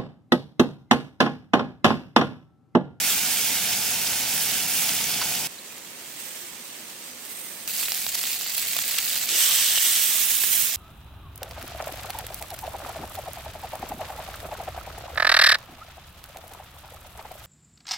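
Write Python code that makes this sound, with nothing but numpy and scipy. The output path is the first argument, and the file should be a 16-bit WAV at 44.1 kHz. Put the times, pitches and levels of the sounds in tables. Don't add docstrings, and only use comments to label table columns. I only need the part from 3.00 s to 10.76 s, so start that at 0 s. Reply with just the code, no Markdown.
import sys
import numpy as np
from scipy import signal
from scipy.fft import rfft, irfft, next_fast_len
from scipy.io import wavfile
from scipy.ndimage import map_coordinates

SR = 44100
rng = np.random.default_rng(int(sys.argv[2]) if len(sys.argv) > 2 else 0)


def put_to_file(sound):
    columns = np.atleast_2d(sound).T
    safe = np.clip(columns, -1, 1)
    whole_steps = np.round(safe * 32767)
    wavfile.write(sys.argv[1], SR, whole_steps.astype(np.int16))


N = 342216
TIME = np.arange(N) / SR
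AWAY_S, BACK_S = 2.473, 4.674
TOP_HZ = 15850

# frequency in Hz, left gain in dB, right gain in dB.
FLAT_TONE = [(100, -48, -46), (450, -27, -18), (1070, -20.5, -21.5), (1430, -8.0, -8), (1970, -8.5, -8.5),
             (2240, -5.5, -3.0), (2900, -6.5, -1.5), (3670, -5, -3.5), (3900, -5.5, -7), (5200, -5.5, -1),
             (7500, -4.5, -3.5), (8610, -7.5, -5), (11860, -9, -6.5), (15600, -8.5, -4.5)]
DISTANT_TONE = [(100, -37, -37), (450, -13, -9), (1050, -17, -7.5), (1490, -16, -5), (1670, -2.5, 0),
                (2620, -2, 1), (5200, -2.5, -2), (5700, -7, 1), (6250, -1, -1), (8500, -7, 3.5),
                (10700, -9, -6.5), (12990, -8, -2.5), (14240, -7, -1), (15600, -8.0, -3)]
LIFTED_TONE = [(100, -40, -46), (453, -18, -19.5), (1040, -17.5, -18.5), (1660, -12.5, -10.5),
               (1930, -8.5, -8.5), (2640, -8.5, -2.0), (3150, -6.5, -5.5), (4660, -2.5, -2.5),
               (5500, -7.5, -5.5), (8100, -3.5, -1.5), (9150, -8.5, -4), (11860, -7, -5),
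               (13800, -5.5, 1.5), (15600, -5, -2)]
FRESH_TONE = [(100, -42, -43), (447, -26, -22.5), (1010, -21, -19.5), (2000, -9, -8.5), (2540, -12, -8),
              (3010, -4.5, -0.5), (4500, -7, -7.5), (6100, -5.5, -2), (6900, -8.5, -6), (7840, -3.5, 0),
              (9870, -10.5, -7), (11860, -10, -7), (13700, -8.0, -2), (15600, -10, -6)]
SETTLED_TONE = [(100, -50, -36), (450, -43, -23), (1030, -24, -21.5), (1660, -17.5, -14), (1990, -13, -13),
                (2390, -13.5, -7.5), (3530, -7.5, -8), (4540, -11, -11.5), (6300, -9, -5.0),
                (8610, -11.5, -4.5), (9870, -14, -6), (12410, -10.5, -6), (13600, -11.0, 0),
                (15600, -11.5, -2.5)]
# starting sizzle in dB, starting fizz in dB, then the drift of each in dB per second.
FLAT_LEVELS = (-28, -30, -0.98, -1)
DISTANT_LEVELS = (-45.5, -48, .5, 1)
LIFTED_LEVELS = (-34.5, -33.5, 2.5, 1.4)
FRESH_LEVELS = (-24, -27, -2.4, 3.5)
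SETTLED_LEVELS = (-26.5, -25, -4.5, -.6)
# start in seconds, seconds to its peak, sizzle change in dB, fizz change in dB.
FLARES_AND_LULLS = [(0, 0.083, 2.5, 3), (.24, 0.16, .8, 1.5), (1.27, .11, 0.5, 2.5), (1.67, 0.12, 2, 4),
                    (2.32, .16, -2, -2), (3.06, 0.18, 3, 5.0), (4.19, 0.2, 1, 6), (4.74, 0.046, 3, 3),
                    (5.1, 0.013, -5, -6), (5.4, 0.048, -0.5, -2), (6.35, 0.085, 1.5, 3.5),
                    (6.82, 0.064, 1, .5), (7.51, 0.059, 2, 2.5), (7.61, 0.17, -0.5, -6)]
# start
# in seconds, thud in dB, snap in dB, snap pitch in Hz, tick in dB.
LARGE_DROPS = [(1.0714, -40, -11, 5500, -24), (1.1329, -24, -9, 4200, -12), (1.8936, -28, -6, 4500, -12),
               (2.0123, -40.5, -15, 4200, -13), (2.3519, -36, -9, 5000, -11), (2.7232, -48, -33, 5000, -21),
               (2.7808, -37, -30, 4200, -20), (4.4105, -48, -29, 5500, -21), (4.6771, -43.5, -15, 6500, -8),
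               (4.8297, -31, -10, 5000, -7), (4.8353, -33, -21, 4000, -8), (4.8843, -31, -11, 2740, -26),
               (4.9202, -26, -4.5, 5200, -9), (5.0657, -31, -7.5, 4500, -7), (5.1534, -32, -7.5, 6460, -5),
               (5.2136, -44, -15, 5500, -14), (5.2328, -36, -16, 5000, -11),
               (5.2391, -34, -10.5, 3320, -19), (5.4114, -36, -11, 6000, -12),
               (5.4638, -38, -12, 4190, -18), (5.5802, -36, -17, 5000, -4), (5.6531, -35, -16, 6500, -11),
               (5.7661, -25, -7.5, 5500, -2), (5.7689, -38, -12, 3800, -24), (5.7897, -31, -9, 3700, -2),
               (5.8421, -40, -20, 3500, -24), (5.9429, -36, -14, 3800, -22), (5.9853, -32, -15, 4200, -11),
               (5.9875, -35, -11, 5500, -6), (6.1623, -40, -12, 5000, -13), (6.777, -31, -7, 3600, -3),
               (7.4374, -24, -12, 4200, -5)]
# start and end in seconds, drops per second, average level in dB.
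SPATTER_SPELLS = [(0, 2.3, 4, -19), (2.5, 4.65, 3, -34), (4.7, 6.25, 12, -20.5), (6.3, 7.4, 12, -19)]
# peak time in seconds, level in dB, length in seconds, pitch in Hz, width in octaves.
BUBBLING_SWELLS = [(.733, -27.5, .007, 3500, .7), (1.073, -28, .005, 5500, .4),
                   (1.511, -28, .010, 3480, .9), (1.541, -28.5, .007, 4500, .9),
                   (1.891, -26.5, .008, 3800, 1.2), (1.992, -29.5, 0.0098, 3000, .5),
                   (2.042, -28, .004, 7000, .4), (2.140, -29, .006, 4200, 0.46),
                   (2.775, -43, .02, 5000, 1.8), (4.921, -26, .002, 6000, 0.83),
                   (5.15, -24.5, .007, 8500, 1.4), (5.568, -29, .004, 14000, .3),
                   (5.581, -23, .006, 14000, .45), (5.584, -33, .012, 3500, 0.55),
                   (5.765, -37, .004, 700, .9), (5.944, -29, .004, 3800, .35),
                   (5.985, -27, .016, 3000, 0.86), (5.987, -20.5, 0.0045, 8000, 0.81),
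                   (6.291, -23, 0.0044, 4000, 1.1), (6.336, -46, 0.06, 400, 0.74),
                   (6.511, -40.5, .04, 1200, .4), (6.518, -25.5, 0.015, 3300, .3),
                   (6.691, -30, .06, 3600, .3), (6.783, -25, .008, 3300, 0.37),
                   (7.438, -29, 0.0028, 2000, .9), (7.440, -25, 0.0036, 11000, 1)]
# start in seconds, level in dB, pitch in Hz, fade time in seconds.
UTENSIL_KNOCKS = [(2.588, -33.5, 4030, .005), (2.704, -40, 2450, .008), (2.755, -46, 270, .012),
                  (4.3, -46, 220, .012), (6.57, -49, 190, .009), (6.78, -48, 59.7, .012),
                  (7.627, -36, 140, 0.0071)]
# start in seconds, level in dB.
PAN_HITS = [(2.2146, -26), (2.2187, -26), (2.2268, -29)]
# pitch in Hz, gain in dB, seconds to fade by 60 dB.
PAN_NOTES = [(685, -5, .03), (1023, -4, 0.032), (1300, -4, .025), (1490, -2, 0.032), (2090, -4, .02),
             (2640, -2, .03), (2900, -1, .03), (4600, -1, .02)]
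# frequency in Hz, gain in dB.
FIRST_BURNER_TONE = [(18, -50), (30, -20), (54, -18), (76, -7), (183, 0), (277, -2.5), (360, -11),
                     (401, -7), (454, -6), (599, -9), (721, -0.5), (791, -5.5), (868, -0.5), (1090, -13.5),
                     (1200, -10), (1560, -38), (2640, -120)]
LAST_BURNER_TONE = [(18, -62), (30, -32), (69, -11), (124, -2.5), (247, -0.5), (340, -8.5), (377, -9.5),
                    (510, -4.5), (550, -17), (700, 0.5), (839, -7), (932, -26), (1100, -5.5), (1430, -34),
                    (2420, -120)]
OPEN_AIR_TONE = [(18, -50), (30, -24), (129, -12), (159, -7), (236, -4), (386, -5.5), (469, -8),
                 (526, -5.5), (673, -8.5), (1500, -10.5), (1950, -32), (3300, -120)]
# pitch in Hz, width in Hz, gain in dB.
GAP_NOTES = [(87, 11, -2), (188, 40, 0.5), (720, 73, 0.5), (864, 70, -10)]
# peak time in seconds, level in dB, fade time in seconds, pitch in Hz.
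FAR_NOTES = [(3.435, -51, .04, 350), (3.599, -53, .04, 240), (4.119, -49.5, .035, 245)]


def pan_of_oil():
    quick_s, laying_s, settling_s = .002, .12, .3
    laid_s, settled_s, end_s = 6.28, 6.9, 7.8
    flat = frying((0, AWAY_S), (quick_s, quick_s), FLAT_TONE, FLAT_LEVELS, rate=4500, scatter_db=2,
                  hiss_db=1, flutter_db=.33, wander_db=.23, apart_hz=4600, left_lead_s=2.2e-5)
    distant = frying((AWAY_S, BACK_S), (quick_s, quick_s), DISTANT_TONE, DISTANT_LEVELS,
                     rate=4000, scatter_db=4.5, hiss_db=3, flutter_db=.5, wander_db=.47, apart_hz=1480)
    lifted = frying((BACK_S, laid_s + laying_s), (quick_s, laying_s), LIFTED_TONE, LIFTED_LEVELS,
                    rate=2800, scatter_db=3.2, hiss_db=-3.5, flutter_db=.75, wander_db=.58,
                    apart_hz=3800)
    fresh = frying((laid_s, settled_s + settling_s), (laying_s, settling_s), FRESH_TONE, FRESH_LEVELS,
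                   rate=5000, scatter_db=3.5, hiss_db=-.5, flutter_db=.55, wander_db=.2, apart_hz=4370)
    settled = frying((settled_s, end_s), (settling_s, quick_s), SETTLED_TONE, SETTLED_LEVELS,
                     rate=5000, scatter_db=3, hiss_db=0, flutter_db=.52, wander_db=.14, apart_hz=4030)
    return flat + distant + lifted + fresh + settled


def frying(span_s, fades_s, tone, levels, rate, scatter_db, hiss_db, flutter_db, wander_db, apart_hz,
           left_lead_s=0):
    first, last = (min(round(s * SR), N) for s in span_s)
    t, size = TIME[first:last], last - first
    oil = bubbles(size, rate, scatter_db, apart_hz) + amp(hiss_db) * stereo_noise(size, apart_hz)
    oil *= amp(flutter_db * (wobble(44.73, size) + wobble(170, size)))
    oil = shimmer(oil, depth_db=1.58)
    hz, left_db, right_db = np.transpose(tone)
    left = lambda f: tone_gain(f, hz, left_db) * np.exp(2j * np.pi * f * left_lead_s)
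    oil = filtered(oil, lambda f: np.array([left(f), tone_gain(f, hz, right_db)]) * (f < TOP_HZ))
    sizzle = filtered(oil, lambda f: f < 8000)
    fizz = oil - sizzle
    sizzle_db, fizz_db = frying_levels(t, span_s, levels) + wander_db * wobble(16.17, size)
    sound = unit(sizzle) * amp(sizzle_db) + unit(fizz) * amp(fizz_db)
    fade_in, fade_out = (t - span_s[0]) / fades_s[0], (span_s[1] - t) / fades_s[1]
    fade = np.sqrt(np.clip(np.minimum(fade_in, fade_out), 0, 1))
    return np.pad(fade * sound, ((0, 0), (first, N - last)))


def bubbles(size, rate, scatter_db, apart_hz):
    count = int(rate * size / SR) + 1
    draws = fresh_rng().random((count, 6, 1))
    when, pitch, strength, life, place, lean = draws.transpose(1, 0, 2)
    hz = 1800 * 8.5 ** (pitch ** .8)
    cycles = .5 + 8 * life ** 5
    level = amp(-scatter_db * np.log(strength + .06)) * hz / np.sqrt(cycles)
    delay_s = np.sign(place - .5) * np.log(1 - np.abs(2 * place - 1) + .0012) / (2 * np.pi * apart_hz)
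    steps = np.arange(192)
    slots = ((when * size).astype(int) + steps).ravel()
    ears = []
    for side in (-1, 1):
        age = np.maximum((steps - 8) / SR + side * delay_s / 2, 0)
        ear_level = level * amp(side * .2 * (2 * lean - .5))
        snaps = ear_level * np.sin(2 * np.pi * hz * age) * np.exp(-hz * age / cycles)
        ears.append(np.bincount(slots, snaps.ravel(), size)[:size])
    ears = np.array(ears) - np.mean(ears)
    band_hz, power = signal.welch(ears[0], SR, nperseg=64, detrend=False)
    return unit(filtered(ears, lambda f: np.interp(f, band_hz, power) ** -.5))


def shimmer(sound, depth_db, width_hz=130, life_s=.03):
    hz, t, bands = signal.stft(sound, SR, nperseg=512)
    grid = np.array(np.meshgrid(hz / width_hz, t / life_s, indexing="ij"))
    points = fresh_rng().standard_normal(grid[:, -1, -1].astype(int) + 2)
    gain = amp(depth_db * map_coordinates(points, grid))
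    return signal.istft(bands * gain, SR, nperseg=512)[1][:, :sound.shape[-1]]


def frying_levels(t, span_s, levels):
    start, end = span_s
    sizzle_db, fizz_db, sizzle_drift, fizz_drift = levels
    curves_db = np.array([sizzle_db + sizzle_drift * (t - start), fizz_db + fizz_drift * (t - start)])
    for onset, rise_s, *changes_db in FLARES_AND_LULLS:
        if start <= onset + rise_s / 2 < end:
            age = np.maximum(t - onset, 0) / rise_s
            curves_db += np.outer(changes_db, (age * np.exp(1 - age)) ** 2)
    return curves_db


def water_pops(snap_cycles=.8, spray_db=-27.5, ear_lag_s=3e-5):
    out, t = np.zeros((2, N)), np.arange(SR // 40) / SR
    for start, thud_db, snap_db, snap_hz, tick_db in list(LARGE_DROPS) + small_drops():
        delay_s = ear_lag_s * rng.permutation([[0], [1]]) * rng.uniform(.54, 1)
        age = np.maximum(t - delay_s, 0)
        thud = (thud_db, 900, .00045, 0)
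        snap = (snap_db, snap_hz, snap_cycles / snap_hz, 1)
        tick = (tick_db, 12800, .00014, 1.8)
        for db, hz, fade_s, lean_right_db in (thud, snap, tick):
            pitch_hz = hz * np.exp(.043 * rng.standard_normal())
            ring = np.sin(2 * np.pi * pitch_hz * age) * np.exp(-age / fade_s)
            spray = amp(spray_db) * rng.standard_normal((2, len(t))) * np.exp(-t / .003)
            sound = ring + signal.fftconvolve(spray, ring, axes=1)[:, :len(t)]
            add(out, amp(db) * amp([[-lean_right_db], [lean_right_db]]) * sound, start)
    bass_cut = signal.butter(2, 650, "high", fs=SR, output="sos")
    return signal.sosfilt(bass_cut, out)


def small_drops(thud_offset_db=-25, scatter_db=1.5, snap_hz=4200):
    drops = []
    for start, end, rate, db in SPATTER_SPELLS:
        chance = fresh_rng()
        for _ in range(round(rate * (end - start))):
            thud_db, snap_db, tick_db = db + scatter_db * chance.standard_normal(3)
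            when = chance.uniform(start, end)
            hz = snap_hz * chance.lognormal(0, .3)
            drops.append((when, thud_db + thud_offset_db, snap_db, hz, tick_db))
    return drops


def bubbling_swells():
    out, size = np.zeros((2, N)), SR // 5
    t = (np.arange(size) - size // 2) / SR
    for peak_s, db, length_s, hz, octaves in BUBBLING_SWELLS:
        cluster = bubbles(size, rate=5300, scatter_db=3.5, apart_hz=4500)
        cluster = unit(filtered(cluster, lambda f: np.exp(-.5 * (np.log2((f + 1) / hz) / octaves) ** 2)))
        swell = np.exp(-2 * (t / length_s) ** 2)
        add(out, amp(db) * amp([[-1.2], [.8]]) * cluster * swell, peak_s + t[0])
    return out


def utensil_knocks():
    out, t = np.zeros((2, N)), np.arange(SR // 8) / SR
    for start, db, hz, fade_s in UTENSIL_KNOCKS:
        rise = 1 - np.exp(-t * hz * np.pi)
        add(out, amp(db) * np.sin(2 * np.pi * hz * t) * rise * np.exp(-t / fade_s), start)
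    return out


def pan_clatter(crack_db=4, crack_s=.002):
    out, t = np.zeros((2, N)), np.arange(SR // 8) / SR
    rise = 1 - np.exp(-t / .0002)
    for start, db in PAN_HITS:
        crack = unit(filtered(stereo_noise(len(t), apart_hz=5000), lambda f: (f > 700) * (f < 5500)))
        add(out, amp(db + crack_db) * crack * np.exp(-t / crack_s), start)
        for hz, note_db, ring_s in PAN_NOTES:
            ring = np.sin(2 * np.pi * (hz * t + rng.random())) * rise * amp(-60 * t / ring_s)
            add(out, amp(db + note_db + rng.standard_normal()) * ring, start)
    return out


def burner(tone, hollow_db, alike, apart_hz=5000):
    def gap(f):
        return sum(amp(db) * 1j * f * width / (hz ** 2 - f * f + 1j * f * width)
                   for hz, width, db in GAP_NOTES)
    ringing = unit(filtered(stereo_noise(N, apart_hz, alike), gap))
    return unit(low_rush(tone, alike, apart_hz) + amp(hollow_db) * ringing)


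def far_notes(waver=.023):
    out, size = np.zeros((2, N)), SR // 3
    t = (np.arange(size) - size // 2) / SR
    for peak_s, db, fade_s, hz in FAR_NOTES:
        phase = 2 * np.pi * np.cumsum(hz * (1 + waver * wobble(60, size))) / SR
        add(out, amp(db) * np.sin(phase) * np.exp(-(t / fade_s) ** 2), peak_s + t[0])
    return out


def background():
    first = amp(-41.5) * burner(FIRST_BURNER_TONE, hollow_db=-9.5, alike=1)
    open_air = amp(-51.5) * low_rush(OPEN_AIR_TONE, alike=.88, apart_hz=900)
    last = amp(-52.5) * burner(LAST_BURNER_TONE, hollow_db=-12, alike=.95) * amp([[-.6], [.6]])
    return np.select([TIME < AWAY_S, TIME < BACK_S], [first, open_air], last)


def low_rush(tone, alike, apart_hz):
    hz, db = np.transpose(tone)
    return unit(filtered(stereo_noise(N, apart_hz, alike), lambda f: tone_gain(f, hz, db)))


def stereo_noise(size, apart_hz, alike=1):
    mid, side = rng.standard_normal((2, size))
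    likeness = lambda hz: alike / (1 + (hz / apart_hz) ** 2)
    mid = filtered(mid, lambda hz: np.sqrt(1 + likeness(hz)))
    side = filtered(side, lambda hz: np.sqrt(1 - likeness(hz)))
    return unit(np.array([mid + side, mid - side]))


def amp(db):
    return 10 ** (np.asarray(db) / 20)


def unit(sound):
    return sound / np.sqrt(np.mean(np.atleast_2d(sound).mean(0) ** 2) + 1e-20)


def tone_gain(hz, points_hz, points_db):
    return amp(np.interp(np.log(hz + 1), np.log(points_hz), points_db))


def filtered(sound, gain_at):
    size = sound.shape[-1]
    padded = next_fast_len(size + 4096, real=True)
    return irfft(rfft(sound, padded) * gain_at(np.fft.rfftfreq(padded, 1 / SR)), padded)[..., :size]


def wobble(rate, size):
    points = rng.standard_normal(int(size * rate / SR) + 4)
    return map_coordinates(points, [np.arange(size) * rate / SR])


def fresh_rng():
    return np.random.default_rng(rng.integers(2 ** 31))


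def add(track, sound, start_s):
    part = track[:, max(round(start_s * SR), 0):][:, :sound.shape[-1]]
    part += sound[..., :part.shape[-1]]


def scene():
    cooking = pan_of_oil() + water_pops() + bubbling_swells() + utensil_knocks() + pan_clatter()
    return cooking + far_notes() + background()


def record(dry):
    return filtered(dry, lambda hz: hz < TOP_HZ)


dry = scene()
out = record(dry)
put_to_file(out)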